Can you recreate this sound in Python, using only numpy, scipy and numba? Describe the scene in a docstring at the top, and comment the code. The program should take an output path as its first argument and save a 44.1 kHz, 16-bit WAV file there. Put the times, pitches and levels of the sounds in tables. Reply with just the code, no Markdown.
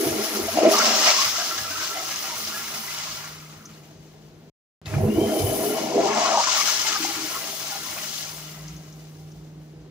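"""Water is already rushing and gulping through the trap of a pressure-valve toilet as its first flush opens
cold. Place: a tiled stall with a fan; distance: a phone held over the bowl; microphone: two ports, left and
right. The sound breaks off, and after a short silence the scene changes to a second flush. Swarms of ringing
bubbles over noise make the gurgle, slosh, spray, valve hiss and pipe rumble; damped sines make the gulps, ticks
and plops; wavering sines make fan and squeal. The stall lifts the water on its low modes; levels follow one
flush cycle, run at each flush's own pace."""
import sys
import numpy as np
from scipy import signal
from scipy.fft import rfft, irfft, next_fast_len
from scipy.io import wavfile
from scipy.ndimage import uniform_filter1d
from numba import njit

SR = 44100
rng = np.random.default_rng(int(sys.argv[2]) if len(sys.argv) > 2 else 0)


def log_audio(samples):
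    """Write samples as a 16-bit WAV file to the path given in sys.argv[1]."""
    # one column per channel
    frames = np.atleast_2d(samples).T
    # limit to full scale, then quantise
    limited = np.clip(frames, -1, 1)
    pcm = np.round(limited * 32767).astype(np.int16)
    wavfile.write(sys.argv[1], SR, pcm)


N = 436590

TIME = np.arange(N) / SR
SIZE = next_fast_len(N + SR)
LOG_HZ = np.log(np.arange(SIZE // 2 + 1) * SR / SIZE + 1)


def undb(db):
    """Turn dB into gain."""
    return 10 ** (np.asarray(db) / 20)


def unit(x):
    """Scale to rms 1."""
    return x / np.sqrt(np.mean(x ** 2))


def columns(rows):
    """Draw each column of a curve at every sample."""
    s, *values = np.transpose(rows)
    return [np.interp(TIME, s, v) for v in values]


def ramp(start, length):
    """Climb from 0 at start to 1 at start + length."""
    return np.clip((TIME - start) / length, 0, 1)


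def response(points):
    """Draw the gain at every frequency from (frequency [Hz], level [dB]) points."""
    hz, db = np.transpose(points)
    return undb(np.interp(LOG_HZ, np.log(hz), db))


def filtered(x, gain):
    """Apply a gain per frequency."""
    return irfft(rfft(x, SIZE) * gain, SIZE)[..., :N]


def walk(rate):
    """Random levels held 1 / rate s and slewed twice; spread near 1."""
    hold = int(SR / rate)
    steps = np.repeat(rng.standard_normal(N // hold + 1), hold)
    return 1.6 * uniform_filter1d(uniform_filter1d(steps, hold), hold)[:N]


def surges(rate, fall_s):
    """Sudden swells, about rate per second, that die away; mean 0, spread 1."""
    kicks = (rng.random(N) < rate / SR) * rng.random(N)
    keep = np.exp(-1 / (fall_s * SR))
    swell = signal.lfilter([1], [1, -keep], uniform_filter1d(kicks, size=60))
    swell = np.tanh(unit(swell) / 2)
    return unit(swell - swell.mean())


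@njit
def ring(n, start, turn, keep, glide, size):
    """Damped sines that swell over their first cycle and rise in pitch as they die."""
    out = np.zeros(n)
    for k in range(len(start)):
        phase, step, level, i = 0., turn[k], size[k], start[k]
        while level > .02 * size[k] and i < n:
            out[i] += level * min(phase / (2 * np.pi), 1.) * np.sin(phase)
            phase += step
            step = min(step * glide[k], 2.8)
            level *= keep[k]
            i += 1
    return out


def bubbles(s, hz, t60, db, rise):
    """Bubbles decay at 60 dB per t60 s while their pitch climbs at the share rise per t60."""
    length = t60 * SR
    start = (s * SR).astype(np.int64)
    keep = 1000. ** (-1 / length)
    glide = (1 + rise) ** (1 / length)
    return ring(N, start, 2 * np.pi * hz / SR, keep, glide, undb(db))


def events(s, db, hz, t60, rise, rough, rough_hz):
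    """Single bursts; a quick random tremor spreads their ring over a band."""
    return (1 + rough * walk(rough_hz)) * bubbles(s, hz, t60 + 0 * s, db, rise)


def tone(hz, width_hz, waver):
    """A sine whose level and phase waver over a narrow band."""
    phase = 2 * np.pi * np.cumsum(hz + 0 * TIME) / SR
    in_phase = (1 + waver * walk(width_hz)) * np.sin(phase)
    quarter = waver * walk(width_hz) * np.cos(phase)
    return unit(in_phase + quarter)


# low modes of the tiled stall: (frequency [Hz], width [Hz], boost [dB])
STALL_MODES = [(97.4, 6.3, 13), (142.2, 8.7, 13), (213.9, 5.4, 17), (322.8, 40, 12.5), (406, 15, 16),
               (485.7, 11, 9.5), (642, 27, 10), (793, 3.4, 17.5), (1094, 7.7, 11), (1220, 21, 8.5),
               (1358, 41, 10.5), (1663, 7.6, 12.5), (1913, 9.2, 9), (2060, 18, 10), (2187, 11, 9)]


def stall():
    """The tiled stall lifts whatever falls on its low modes; higher up they crowd into a fixed ripple."""
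    hz = np.exp(LOG_HZ)
    grid = np.arange(0, SR / 2, 45.)
    ripple = np.interp(hz, grid, rng.standard_normal(len(grid)))
    low = 1 + sum((undb(db) - 1) / (1 + (2 * (hz - f) / w) ** 2) for f, w, db in STALL_MODES)
    return low * undb(3 * ripple * (hz > 2400))


SHIFT, SHIFT_PER_S = .02, 3.  # moving water retunes the modes by up to this share, this often


def retuned(modes):
    """The same modes moved up and down a little."""
    bins = np.arange(len(modes))
    return [np.interp(bins * (1 + way * SHIFT), bins, modes) for way in (-1, 1)]


def water(spectrum, cycles, spread_db, noise_db, flicker_db, count, modes, shifting=False):
    """Two unrelated streams (mid, side) of bubbles over turbulence; both flicker together."""
    streams = []
    low, high = np.log([spectrum[1][0], spectrum[-2][0]])
    for _ in range(2):
        when, pitch, big = rng.random((count, 3)).T
        hz = np.exp(low + (high - low) * pitch)
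        # pitches lie evenly per octave: lift the high ones so the swarm is flat per Hz
        db = -spread_db * np.log(big + 0.0079) + 20 * np.log10(hz)
        swarm = bubbles(when * N / SR, hz, cycles / hz, db, 0.27)
        streams.append(unit(swarm) + undb(noise_db) * rng.standard_normal(N))
    streams = np.array(streams)
    out = filtered(streams, response(spectrum) * modes)
    if shifting:
        turn = np.clip(walk(SHIFT_PER_S), -1, 1)
        first, second = (filtered(streams, response(spectrum) * r) for r in retuned(modes))
        # crossfade between the modes in place and the two shifted sets
        out = (1 - abs(turn)) * out + np.maximum(turn, 0) * second + np.maximum(-turn, 0) * first
    return out / np.std(out[0]) * undb(flicker_db)


# the two flushes as the microphone hears them: (sound on [s], sound off [s])
SHOTS = [(0, 4.4985), (4.816, 9.9)]
# stages of each flush: (valve opens [s], trap breaks [s], valve shuts [s], drone and trap trim [dB],
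#   drone trim after the break [dB], slosh trim [dB], valve hiss drowns from [s], sinks over [s],
#   comes clear [s], depth [dB], paper muffles the surface by [dB], washed away at [s], over [s])
FLUSHES = [(-.5, 0.598, 3.245, 0.5, 0.5, 0.5, 0.38, 0.51, 0.724, -28.5, -2.5, .7, 0.017),
           (4.855, 5.938, 8.467, 1, -2.5, -1, 5.646, 0.4, 6.58, -25, -6, 6.65, 0.28)]
# one flush cycle before the trims: (time since the valve opened [s], drone [dB], trap low mode [dB],
#   trap high mode [dB], slosh [dB], jet spray [dB], valve hiss [dB])
CYCLE = [(-.01, -77, -65, -75, -73, -81, -93), (.005, -48, -53, -53, -45, -43.5, -58),
         (.09, -32, -35.5, -36.5, -38.5, -37.5, -51), (.25, -31, -26.5, -36, -42, -40, -52),
         (.55, -38, -28, -35.5, -39, -33, -38.5), (.85, -34.5, -30, -34, -36, -32, -38),
         (1.03, -36.5, -35, -32, -35, -32.5, -34.5), (1.17, -33, -21.5, -26, -31.5, -33, -35.5),
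         (1.22, -42.5, -35.5, -33, -31, -25.5, -31), (1.32, -33.5, -37, -29, -27.5, -26.5, -39),
         (1.52, -45, -40, -28.5, -28.5, -23.5, -35.5), (1.65, -55, -49.5, -39, -29, -25, -38.5),
         (2.2, -59, -50, -50.5, -35, -33, -41), (2.6, -58, -51, -45.5, -40, -36, -40.5),
         (3.1, -52.5, -54, -50.5, -41, -37.5, -42), (3.548, -63, -61.5, -54, -46, -43, -48),
         (3.9, -57.5, -60.5, -62, -57, -55.5, -61.5), (5.05, -60, -56, -70, -83.5, -72, -78)]
BREAKS_S, SHUTS_S = 1.1, 3.55  # trap breaks and valve shuts, within the cycle
CLEAR_S = 0.053  # the drowned hiss comes clear over this long
# the trap chokes and falls quiet for a moment: (time [s], level change [dB], half length [s])
LULLS = [(0.288, -6.5, 0.061), (0.493, -14, 0.029), (5.89, -2, 0.039), (6.446, -6.5, 0.077)]
# the surface wash swells or slackens: (time [s], slosh change [dB], spray change [dB], half length [s])
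SWELLS = [(0.86, 1.5, 2.5, 0.042), (1.077, 6, 1, 0.04), (1.317, -6, -1.5, 0.031), (1.653, -6, -3, 0.32),
          (1.84, 2, 3.5, 0.047), (2.4, -0.5, 2.5, 0.13), (3.04, 3.5, 5, 0.14), (5.035, -1.5, -5.5, 0.066),
          (5.947, -5, 1, 0.085), (6.12, -1, -7.5, 0.028), (6.89, 0.5, 1.5, 0.067), (7.953, 0, -2, 0.098),
          (8.164, -1.5, 3, 0.1)]


def cycle():
    """Levels (dB) of six streams: every flush runs the same cycle at its own pace."""
    s, *levels = np.transpose(CYCLE)
    out = np.zeros((6, N))
    for (on, _), row in zip(SHOTS, FLUSHES):
        (opens, breaks, shuts, trap_db, drone_db, slosh_db,
         drowns, sinks, clear, depth_db, paper_db, gone, wash) = row
        age = np.interp(TIME, [opens - 1, opens, breaks, shuts, shuts + 2],
                        [-1, 0, BREAKS_S, SHUTS_S, SHUTS_S + 2])
        db = np.array([np.interp(age, s, v) for v in levels])
        db[:3] += trap_db
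        db[0] += drone_db * ramp(breaks, .1)
        db[3] += slosh_db
        # paper damps the slosh less than the spray
        db[3:5] += np.outer([.6, 1], paper_db * (1 - ramp(gone - wash, wash)))
        db[5] += depth_db * ramp(drowns, sinks) * (1 - ramp(clear - CLEAR_S, CLEAR_S))
        out[:, TIME >= on] = db[:, TIME >= on]
    for at, db, half in LULLS:
        out[:3] += db * np.exp(-((TIME - at) / half) ** 2)
    for at, *db, half in SWELLS:
        out[3:5] += np.outer(db, np.exp(-((TIME - at) / half) ** 2))
    return out


# spectrum of the drone, before the stall: (frequency [Hz], level [dB per Hz])
DRONE = [(120, -94), (170, -29), (190, -10), (245, -1), (280, -26.5), (400, -72.5)]


def drone(modes):
    """Low drone of the water: few, large bubbles under strong turbulence."""
    return water(DRONE, 14.0, 0.55, 16.0, 0.43 * walk(18.0), 400, modes)


# spectra of the trap's low and high modes, before the stall: (frequency [Hz], level [dB per Hz])
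GURGLE_LOW = [(170, -83.5), (230, -12), (275, -2), (340, -3), (420, -2.5), (500, -2), (580, -23.5),
              (800, -65.5)]
GURGLE_HIGH = [(350, -79.5), (480, -14.5), (560, -2.5), (700, 1.5), (880, -7.5), (1050, -7.5), (1500, -63)]


def gurgle_low(modes):
    """Low mode of the trap: bubbles ringing long under turbulence."""
    return water(GURGLE_LOW, 54.0, 0.69, 10.6, 0.18 * walk(38.0), 1500, modes)


def gurgle_high(surge, modes):
    """High mode of the trap: bubbles whose stall modes drift as the water moves."""
    return water(GURGLE_HIGH, 25.0, 0.58, 11.9, 2.0 * walk(26.0) + 0.79 * surge, 2500, modes, shifting=True)


# spectrum of the slosh, before the stall: (frequency [Hz], level [dB per Hz])
SLOSH = [(550, -71.5), (800, -4.5), (980, -1), (1350, -3), (1700, -3.5), (2300, -1.5), (2900, -4.5),
         (3500, -19), (5000, -73.5)]


def slosh(surge, modes):
    """Bubbles sloshing at the surface, surging with the spray and the hiss."""
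    return water(SLOSH, 70., 1.0, 11.0, 1.1 * surge + 0.65 * walk(25.), 3000, modes, shifting=True)


# spectrum of the rim jets' spray, before the stall: (frequency [Hz], level [dB per Hz])
SPRAY = [(1800, -67), (2600, -9), (3300, -7.5), (4100, -7), (4700, -5.5), (5500, -7.5), (6400, -5),
         (7400, -9.5), (8300, -20.5), (13800, -35.5), (15300, -21), (16000, -11)]
# bright core of the spray, as a filter: (frequency [Hz], gain [dB])
JET_CORE = [(2500, -61), (3900, -22.5), (4400, -2.5), (5000, 3.5), (5600, 8), (6300, -6.5), (7200, -24),
            (10000, -54)]
CORE_DB, CORE_PER_DB = -7.5, 0.5  # core trim with the spray at -27 dB, and its growth per dB of spray
# further trim of the core, one entry per flush: (level [dB])
CORE_BY_FLUSH_DB = [0, -3.5]


def spray(spray_db, surge, modes):
    """Rim jets: a dense swarm of small bubbles whose bright core grows with the level."""
    jets = water(SPRAY, 34.0, 4.2, 7.8, 1.0 * surge + 0.6 * walk(30.), 20000, modes)
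    flush_db = np.where(TIME < SHOTS[1][0], *CORE_BY_FLUSH_DB)
    core_db = CORE_DB + flush_db + CORE_PER_DB * (spray_db + 27.0)
    return jets + undb(core_db) * filtered(jets, response(JET_CORE))


# spectrum of the valve hiss, before the stall: (frequency [Hz], level [dB per Hz])
HISS = [(5500, -67.5), (7500, -10), (8800, -6.5), (10500, -5), (12500, -5.5), (13800, -6.5), (15300, 3),
        (16000, -13.5)]
OPEN_HZ, OPEN_WIDTH_HZ, OPEN_DB = 10970, 2600, -1  # band added to the hiss until it comes clear


def valve(surge, modes):
    """Hiss of the valve, gathered in one bright band early in each flush."""
    hiss = water(HISS, 48.0, 2.0, 2.1, .5 * surge + 1.1 * walk(22.0), 20000, modes)
    early = sum((TIME >= on) * (TIME < row[8]) for (on, _), row in zip(SHOTS, FLUSHES))
    band = undb(OPEN_DB) / (1 + (2 * (np.exp(LOG_HZ) - OPEN_HZ) / OPEN_WIDTH_HZ) ** 4)
    return hiss + early * filtered(hiss, band)


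def flush(modes):
    """Streams of water and air, as mid and side; shared surges tie the surface, high trap mode and hiss."""
    drone_db, low_db, high_db, slosh_db, spray_db, hiss_db = cycle()
    surge = surges(18., 0.018)
    out = undb(drone_db) * drone(modes)
    out = out + undb(low_db) * gurgle_low(modes)
    out = out + undb(high_db) * gurgle_high(surge, modes)
    out = out + undb(slosh_db) * slosh(surge, modes)
    out = out + undb(spray_db) * spray(spray_db, surge, modes)
    return out + undb(hiss_db) * valve(surge, modes)


# large air pockets, and the low thump at 144 Hz as the valve opens at 4.93 s, before the stall and a common
# trim: # (time [s], level [dB], pitch [Hz], length [s])
GULPS = [(.0, -19.5, 392, .2), (.33, -21.5, 388, .12), (.47, -21.5, 678, 0.03), (.65, -16, 316, 0.045),
         (.6, -12, 628, .13), (.735, -23, 1167, 0.042), (.79, -20, 1380, .03), (1.16, -21.5, 1087, .08),
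         (1.38, -29, 1464, 0.033), (1.379, -26.5, 690, 0.045), (1.74, -32.5, 1315, .09),
         (1.78, -27.5, 1550, 0.057), (1.95, -27, 706, .08), (2.293, -31, 958, .06), (4.93, -13.5, 144, .12),
         (5.04, -18, 394, 0.095), (5.16, -16, 375, .08), (5.2, -24, 660, .05), (5.29, -21, 630, .08),
         (5.36, -22, 408, .05), (5.5, -25.5, 654, 0.037), (5.59, -23.5, 650, .08), (5.69, -23, 400, .04),
         (5.79, -29, 647, .04), (6.03, -19, 399, 0.087), (6.1, -22.5, 1088, 0.13), (6.164, -18, 649, 0.037),
         (6.284, -16, 708, 0.065), (6.2, -25, 870, 0.098), (6.34, -15.5, 932, .07),
         (6.466, -20.5, 1037, .03), (6.58, -26, 1126, 0.035), (6.91, -27, 1230, 0.068),
         (7.0, -25.5, 305, .11), (7.043, -27, 812, 0.072), (7.16, -29.5, 301, .12), (7.31, -29, 1050, 0.06),
         (7.31, -33, 1314, 0.066), (7.7, -32, 795, .07), (7.85, -36, 1000, 0.027)]
GULP_T60_S, GULP_SCATTER = 0.072, 0.058  # ring of each bubble; pitches differ by up to this share either way


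def gulps(modes, count):
    """Each air pocket breaks up into count bubbles spread over its length, as mid and side."""
    s, db, hz, length = np.repeat(GULPS, count, axis=0).T
    late, scatter = rng.random((len(s), 2)).T
    when = s + length * (np.arange(len(s)) % count + .5 * late) / count
    pitch = hz * (1 + GULP_SCATTER * (2 * scatter - 1))
    mid = events(when, db, pitch, GULP_T60_S, 0.078, 0.26, 90.)
    side = events(when, db - 16.0, pitch, GULP_T60_S, .05, 1.7, 60.)
    return filtered(np.array([mid, side]), undb(-5.0) * np.sqrt(modes))


# fan hum in the stall, faint under the loud flush and louder as each flush dies: (time [s], blade tone level
# [dB])
FAN = [(0, -67), (1.4, -62.5), (2.7, -57.5), (3.17, -51.5), (3.25, -48), (4.5, -52), (4.82, -51.5),
       (6.06, -45.5), (6.38, -58.5), (8.2, -52), (8.55, -41.5), (8.95, -41.5), (9.9, -44.5)]
# motor lines, before they throb: (frequency [Hz], level against the blade tone [dB], width [Hz])
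FAN_LINES = [(59, -14, 14), (96.4, -18, 14), (175, -12, 11)]
# spectrum of the moving air: (frequency [Hz], level before scaling to AIR_DB [dB per Hz])
AIR = [(15, -55), (25, -19.5), (96, -16), (157, -16.5), (211, -10.5), (307, -15), (361, -12.5), (1060, -28),
       (4950, -38.5), (15800, -63.5)]
FAN_HZ, AIR_DB = 154, -53.5  # blade tone; overall level of the air


def fan():
    """Steady blade tone, weaker motor lines that throb, and moving air, as mid and side."""
    db, = columns(FAN)
    blade = tone(FAN_HZ, 16., .16)
    blade = blade + undb(-15) * tone(2 * FAN_HZ, 8., .35)
    throb = 1 + .75 * np.sin(2 * np.pi * np.cumsum(5.4 + walk(2.)) / SR)
    lines = blade + throb * sum(undb(d) * tone(f, w, .6) for f, d, w in FAN_LINES)
    air = filtered(rng.standard_normal((2, N)), response(AIR))
    mid_side = np.array([[1], [.2]])
    return undb(db) * lines * mid_side + undb(AIR_DB) * unit(air)


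# spectrum of the pipe rumble, before the stall: (frequency [Hz], level [dB per Hz])
RUMBLE = [(30, -72), (52, 0), (70, -13), (95, -3.5), (140, -7), (175, -17.5), (250, -71.5)]
# thuds in the supply pipe: (time [s], level [dB], hold [s])
THUDS = [(0.075, -40.5, 0.034), (0.429, -44, 0.019), (1.214, -50, 0.045), (1.592, -49, 0.057),
         (4.877, -31.5, 0.027), (4.935, -26.5, 0.125), (5.16, -37, 0.062), (5.42, -27.5, 0.049)]
THUD_RISE_S, THUD_FALL_DB_S, PIPE_REST_DB = .03, 146.5, -59  # rise [s], fall [dB/s], level at rest [dB]


def thuds():
    """Gain of the pipe rumble: a quiet rest and thuds that rise, hold and fall."""
    gain = undb(PIPE_REST_DB)
    for s, db, hold in THUDS:
        fall_db = THUD_FALL_DB_S * np.maximum(TIME - s - hold, 0)
        gain = gain + ramp(s - THUD_RISE_S, THUD_RISE_S) * undb(db - fall_db)
    return gain


def pipe(modes):
    """The supply pipe rumbles: deep, sparse bubbles under turbulence, shaped by the thuds."""
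    return thuds() * water(RUMBLE, 11.0, 0.89, 7.6, .7 * walk(9.2), 300, modes)


# splashes and ticks, before their tremor: (time [s], level [dB], pitch [Hz])
TICKS = [(.364, -32, 5550), (.715, -28, 5500), (0.834, -32, 5180), (1.0425, -23, 4990), (1.081, -34, 5930),
         (3.654, -45, 6100), (3.738, -58, 4440), (4.857, -43.5, 3820), (4.939, -34, 1260),
         (5.072, -39.5, 692), (6.956, -32, 4930), (7.98, -40, 2420), (8.681, -47, 5900),
         (8.764, -51.5, 6270), (8.925, -55, 6100), (9.317, -59, 5900)]
TICK_T60_S = 0.086


def ticks():
    """Splashes and ticks: short damped sines made rough by a fast tremor."""
    return events(*np.transpose(TICKS), TICK_T60_S, 0.042, 1.95, 2500.)


# single bubbles that pop and ring: (time [s], level [dB], pitch [Hz], ring to -60 dB [s])
PLOPS = [(.572, -8.5, 708, 0.037), (.586, -4.5, 654, 0.032), (.612, -15, 682, .04),
         (0.631, -7.5, 480, 0.039), (.652, -6.5, 622, .05), (.665, -12, 378, 0.051),
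         (.712, -11, 675, 0.046), (.776, -18.5, 1140, 0.066), (0.799, -14.5, 1378, 0.043),
         (1.356, -28, 1350, 0.26), (1.51, -26.5, 1350, 0.21), (1.577, -34, 1674, 0.32),
         (1.65, -30, 1343, 0.2), (1.714, -32, 1520, .2), (1.893, -35, 1346, 0.78), (1.989, -36, 1295, 0.26),
         (2.521, -35, 1380, 0.21), (2.54, -33, 1670, 0.27), (2.108, -39, 1670, 0.36),
         (2.88, -33.5, 2025, .15), (3.0, -34, 2040, .1), (3.07, -37, 1060, 0.18), (5.07, -16, 388, .05),
         (5.16, -15, 387, 0.072), (5.182, -5.5, 340, 0.058), (5.213, -15, 380, .05),
         (5.465, -15, 390, 0.062), (5.961, -12, 327, 0.068), (5.981, -18, 620, 0.1),
         (6.374, -9.5, 820, 0.056), (6.85, -31, 883, 0.4), (6.957, -19, 1230, 0.043),
         (6.96, -25, 800, 0.061), (6.961, -23, 1550, .03), (7.048, -19, 800, 0.063),
         (7.72, -38, 1420, 0.35), (7.967, -30, 1100, 0.023)]
PLOP_RISE = 0.016  # share by which the pitch climbs per ring time


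def plops():
    """Single bubbles pop and ring as clean damped sines."""
    s, db, hz, ring_s = np.transpose(PLOPS)
    return bubbles(s, hz, ring_s, db, PLOP_RISE)


# air pocket that shrinks as the trap refills, before the stall:
#   (starts [s], stops [s], loud for [s], climb time [s], level before a common gain [dB])
POCKETS = [(.7, 3.72, 0.085, 0.12, -30), (5.954, 6.5, 0.52, .35, -29)]
POCKET_FROM_HZ, POCKET_TO_HZ, POCKET_SAG_HZ_S = 600, 1382, 43.5  # pitch climbs between these, less the sag
POCKET_RISE_S, POCKET_DROP_DB, POCKET_FADE_DB_S = 0.034, -10, 6  # onset, drop after the loud part, fade


def siphon(modes, count):
    """Bubbles scattered about the climbing pitch of the shrinking air pocket, as mid and side."""
    hz, gain = np.full(N, 1. * POCKET_FROM_HZ), 0
    for start, stop, loud, climb, db in POCKETS:
        age = np.clip(TIME - start, 0, None) * (TIME < stop)
        climbed = (POCKET_TO_HZ - POCKET_FROM_HZ) * (1 - np.exp(-age / climb))
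        hz = hz + climbed - POCKET_SAG_HZ_S * age
        fall_db = POCKET_DROP_DB * ramp(start + loud, POCKET_RISE_S) - POCKET_FADE_DB_S * age
        gate = ramp(start, POCKET_RISE_S) * (1 - ramp(stop - .05, 0.056))
        gain = gain + gate * undb(db + fall_db)
    streams = []
    for _ in range(2):
        when = rng.random(count) * N / SR
        big, scatter = rng.exponential(size=count), rng.standard_normal(count)
        pitch = np.interp(when, TIME, hz) * np.exp(0.1496 * scatter)
        streams.append(unit(bubbles(when, pitch, 90. / pitch, 2.0 * big, 0.049)))
    return gain * filtered(np.array(streams), 1.36 * np.sqrt(modes))


# squeal of the opening valve: (time [s], pitch [Hz], level [dB])
SQUEAL = [(4.857, 2660, -42), (4.92, 2480, -58), (4.95, 2400, -48), (5.0, 2400, -64), (5.08, 2700, -56),
          (5.16, 2950, -49), (5.195, 3060, -55), (5.225, 3130, -43), (5.33, 3110, -46), (5.5, 3040, -47),
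          (5.62, 3010, -51), (5.76, 2970, -47), (5.83, 2920, -49), (5.92, 2790, -51), (6.02, 2740, -60),
          (6.1, 2740, -120)]


def squeal():
    """The valve seat whistles breathily and unevenly while it opens, with a fainter line below."""
    hz, db = columns(SQUEAL)
    whistle = tone(hz + 15 * walk(25.), 190., 1.3)
    below = undb(-6) * tone(0.75 * hz, 300., 2.)
    return undb(db + 1.5 * walk(35.)) * (whistle + below) * (TIME >= SQUEAL[0][0])


# gain into the side channel: (frequency [Hz], side minus mid [dB])
WIDTH = [(60, -26), (110, -20), (200, -13), (380, -8), (700, -6), (1290, -3), (2380, -1), (4400, 0),
         (8120, 0), (15000, 0)]
# balance of the microphone ports, one curve per flush: (frequency [Hz], left minus right [dB])
LEAN = [(60, -0.5), (110, 0.0), (200, 1.0), (380, -0.5), (700, 0.5), (1290, -4.0), (2380, 2.5), (4400, 4.0),
        (8120, 3.0), (15000, -0.5)], [(60, -1.0), (110, -1.0), (200, 0.5), (380, -0.5), (700, 2.0),
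        (1290, -0.5), (2380, 1.5), (4400, 5.5), (8120, 7.5), (15000, 2.5)]
# the hand turns the phone a little: (time [s], left minus right [dB])
TURN = [(0, 0.5), (1.1, 0), (1.7, 0), (2.8, -1), (4.3, 1.5), (5.2, -1.4), (6.2, 1.5), (7.7, 0), (8.3, 0),
        (9.2, -1), (9.9, -1)]


def scene():
    """Spread mid and side over two ports and keep silence between the flushes."""
    modes = stall()
    water_and_air = flush(modes) + gulps(modes, count=9) + pipe(modes) + siphon(modes, count=2000)
    mid, side = water_and_air + fan() + squeal()
    mid = mid + ticks() + plops()
    # part of the side is the mid itself a quarter cycle late: one port hears the bowl first
    late = 0.5 / (1 + np.exp(LOG_HZ) / 4500.0)
    width = response(WIDTH)
    side = filtered(side, np.sqrt(1 - late ** 2) * width) + filtered(mid, -1j * late * width)
    out = 0
    for (on, off), lean in zip(SHOTS, LEAN):
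        tilt = np.sqrt(response(lean))
        ports = filtered(np.array([mid + side, mid - side]), np.array([tilt, 1 / tilt]))
        out = out + ports * (TIME >= on) * (TIME < off)
    turn_db, = columns(TURN)
    return out * undb(np.array([turn_db, -turn_db]) / 2)


TOP_HZ = 15550  # upper limit of the phone's microphone


def record(dry):
    """The phone cuts the deep bass and the top."""
    firm = signal.sosfilt(signal.butter(2, 42., "high", fs=SR, output="sos"), dry)
    return signal.sosfilt(signal.ellip(10, .2, 80, TOP_HZ, fs=SR, output="sos"), firm)


dry = scene()
out = record(dry)
log_audio(out)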